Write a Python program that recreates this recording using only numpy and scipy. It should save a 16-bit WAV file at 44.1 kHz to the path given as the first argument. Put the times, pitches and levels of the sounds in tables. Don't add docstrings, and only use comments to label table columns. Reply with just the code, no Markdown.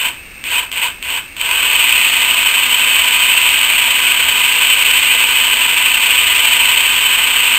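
import sys
import numpy as np
from scipy.fft import rfft, irfft, next_fast_len
from scipy.io import wavfile
from scipy.ndimage import map_coordinates

SR = 44100
rng = np.random.default_rng(int(sys.argv[2]) if len(sys.argv) > 2 else 0)


def transcribe(u):
    v = np.clip(np.atleast_2d(u).T, -1, 1)
    q = np.round(v * 32767).astype(np.int16)
    wavfile.write(sys.argv[1], SR, q)


N = 334278
TIME = np.arange(N) / SR

# (switch on [s], switch off [s], relative rattle level [dB])
RUNS = [(-.07, .068, -.5), (.44, .596, .5), (.7164, .858, .5), (1.0266, 1.163, -.6), (1.3663, 9.1, 0)]


def amp(db):
    return 10 ** (np.asarray(db) / 20)


def unit(x):
    return x / np.sqrt(np.mean(x ** 2) + 1e-20)


def along(points, hz):
    freqs, values = np.transpose(points)
    return np.interp(np.log(hz + 1), np.log(freqs + 1), values)


def wobble(rate):
    return map_coordinates(rng.standard_normal(int(N * rate / SR) + 4), [TIME * rate])


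def coloured(x, gain):
    size = 2 * next_fast_len(N // 2 + 8192)
    hz = np.fft.rfftfreq(size, 1 / SR)
    cepstrum = irfft(np.log(np.maximum(gain(hz), 1e-6)), size)
    cepstrum[1:size // 2] *= 2
    cepstrum[size // 2 + 1:] = 0
    return irfft(rfft(x, size) * np.exp(rfft(cepstrum)), size)[:N]


def below(x, edge_hz):
    size = next_fast_len(N + 8192)
    return irfft(rfft(x, size) * (np.fft.rfftfreq(size, 1 / SR) < edge_hz), size)[:N]


def background(hiss_db=-33.5, rumble_db=-46.7, drone_db=-54):
    # (frequency [Hz], relative level [dB])
    hiss_colour = [(150, -14), (300, -12.5), (550, -19), (1000, -18), (1400, -17), (1750, -12), (2000, -13),
                   (2250, -4.5), (2400, -10), (2600, 1), (2900, -11.5), (3300, -18), (4000, -20.5),
                   (5400, -24)]
    rumble_colour = [(8, -24), (20, 2), (40, 3.5), (70, 0), (100, -5.5), (200, -16), (400, -20), (900, -62)]
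    drone_colour = [(30, -30), (55, -9), (76, 0), (100, -12), (200, -40), (500, -80)]
    # (time [s], half length [s], rumble rise [dB], drone rise [dB])
    swells = [(4.27, .1, 5, 3), (5.75, .15, 0, 4), (6.25, .13, 0, 11), (6.85, .25, 0, 4.5)]
    noise = lambda colour: unit(coloured(rng.standard_normal(N), lambda hz: amp(along(colour, hz))))
    hump = lambda s, half_s: np.exp(-((TIME - s) / half_s) ** 2)
    rumble_rise, drone_rise = sum(np.outer(rises, hump(s, half_s)) for s, half_s, *rises in swells)
    drone = amp(drone_db + drone_rise) * noise(drone_colour)
    hiss = amp(hiss_db) * noise(hiss_colour)
    rumble = amp(rumble_db + rumble_rise) * noise(rumble_colour)
    return hiss + rumble + drone


def housing(hz):
    # (frequency [Hz], gain [dB])
    hump = [(150, -39), (400, -22), (600, -22.5), (800, -23.5), (1100, -13), (1400, -14.5), (1900, -12),
            (2300, -0.5), (2800, 2.5), (3300, -3), (3800, -11.5), (4400, -14.5), (4900, -21), (5500, -22.5)]
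    # (frequency [Hz], width [Hz], height above the hump [dB])
    notes = [(489, 19, 7.8), (673, 68, 7.6), (896, 85, 8.8), (984, 95, 9.9), (1484, 66, 6.6),
             (1589, 110, 7.7), (1799, 38, 6.9), (1872, 21, 5.7), (2029, 68, 7.6), (2273, 23, 2.9),
             (2422, 100, 2.3), (2539, 73, 6.0), (2762, 44, 2.9), (3048, 113, 8.5), (3579, 28, 4.8),
             (3659, 51, 3.3), (4555, 88, 4.4)]
    peaks = sum(db / (1 + (2 * (hz - centre) / width) ** 2) for centre, width, db in notes)
    return amp(along(hump, hz) + peaks)


def clacks(hits, level_db, fade_s, rattle_db, ring):
    t = np.arange(SR // 10) / SR
    blows = np.zeros(N + len(t))
    for s, db in hits:
        blow = (t == 0) + amp(rattle_db - 60 * t / fade_s) * rng.standard_normal(len(t))
        blows[round(s * SR):][:len(t)] += amp(db + level_db) * blow
    colour = lambda hz: housing(hz) ** ring * hz / (hz + 1500) / (1 + (hz / 6000) ** 8)
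    peak = np.abs(coloured(TIME == 0, colour)).max()
    return coloured(blows[:N], colour) / peak


def contacts(snap_db=-8):
    snaps = [(on, snap_db) for on, _, _ in RUNS if on > 0]
    return clacks(snaps, level_db=0, fade_s=.025, rattle_db=-22, ring=.8)


def metal_knocks():
    # (time [s], relative level [dB])
    knocks = [(0.0847, -4), (0.5554, -2), (0.7267, -9), (0.7744, -5), (1.413, -1), (1.471, -8),
              (1.512, 4.5), (1.606, -5), (1.6474, -5), (1.7, -7)]
    return clacks(knocks, level_db=-2.5, fade_s=.035, rattle_db=-20, ring=1)


def since(s):
    return np.maximum(TIME - s, 0)


def run_up(on, off, rise_s=.085):
    return 1 - np.exp(-np.clip(TIME - on, 0, off - on) / rise_s)


def shaft(coast_s=.11, unsteady=.0008):
    # (time [s], turning rate [Hz])
    load = [(1.9, 243.4), (2.6, 245.1), (3.7, 244), (4.2, 244.8), (4.8, 243.6), (5.7, 244.7), (6.4, 243),
            (7.3, 244.1)]
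    top_hz = np.interp(TIME, *np.transpose(load))
    speed = np.max([run_up(on, off) * np.exp(-since(off) / coast_s) for on, off, _ in RUNS], axis=0)
    turns = np.cumsum(speed * top_hz * (1 + unsteady * wobble(12))) / SR
    return speed, turns


def motor(speed, turns, flutter_db=1):
    # (pitch [cycles per turn], level at full speed [dB])
    whine = [(1, -47.3), (2, -58), (18, -46)]
    tones = sum(amp(db + flutter_db * wobble(4.4)) * np.sin(2 * np.pi * cycles * turns)
                for cycles, db in whine)
    return np.sqrt(2) * speed ** 8 * tones


def pinion(speed, turns, flutter_db=2, slop_cycles=.028):
    # (pitch [cycles per turn], relative level [dB])
    mesh = [(4, -17), (5, -4.5)]
    tones = 0
    for cycles, db in mesh:
        level = amp(db + flutter_db * wobble(25))
        tones += level * np.sin(2 * np.pi * (cycles * turns + slop_cycles * wobble(50)))
    strain_db = 6.3 * np.tanh(8 * (1 - speed))
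    strongest = housing(np.linspace(800, 1300, 100)).max()
    return np.sqrt(2) * coloured(tones * speed ** 2 * amp(strain_db), housing) / strongest


def teeth(turns, count=5, scatter=.3):
    slots = np.arange(int(turns[-1] * count))
    late, force = rng.uniform(-1.086, 1, (len(slots), 2)).T
    when = np.interp((slots + scatter * late) / count, turns, np.arange(N)).astype(int)
    blows = unit(np.bincount(when, force, N))
    scrape = rng.standard_normal(N)
    return blows + scrape


def rattle(grows, fade_s, fade_shape):
    runs = [amp(db) * run_up(on, off) ** grows * np.exp(-(since(off) / fade_s) ** fade_shape)
            for on, off, db in RUNS]
    return np.max(runs, axis=0)


def gears(speed, turns, case_db=-11.25, frame_db=-25.25, screw_turn_s=1.506, tight_at_s=1.89):
    # (rate [cycles per motor turn], depth [dB])
    wheels = [(.0494, .75), (.0988, .95), (.1385, .75), (.405, .5), (2.068, .5)]
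    tight_db = .64 * np.cos(2 * np.pi * (TIME - tight_at_s) / screw_turn_s)
    slow_db = -3 * (1 - speed ** 36)
    case_level = amp(case_db + tight_db + slow_db) * rattle(grows=.45, fade_s=.044, fade_shape=1.18)
    frame_level = amp(frame_db) * rattle(grows=.73, fade_s=.059, fade_shape=1.45)
    throb_db = sum(db * np.sin(2 * np.pi * (rate * turns + rng.random())) for rate, db in wheels)
    ringing = coloured(teeth(turns) * amp(throb_db), housing)
    frame = below(ringing, edge_hz=1720)
    case = ringing - frame
    return case_level * unit(case) + frame_level * (unit(frame) + pinion(speed, turns))


def scene():
    speed, turns = shaft()
    jack = contacts() + metal_knocks() + motor(speed, turns) + gears(speed, turns)
    return (jack + background())[None]


def record(dry, hold=4, top_hz=15750):
    coarse = below(dry[0], SR / hold / 2)[::hold]
    steps = np.repeat(np.clip(coarse, -1, 1), hold)[:N]
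    return below(steps, top_hz)[None]


dry = scene()
out = record(dry)
transcribe(out)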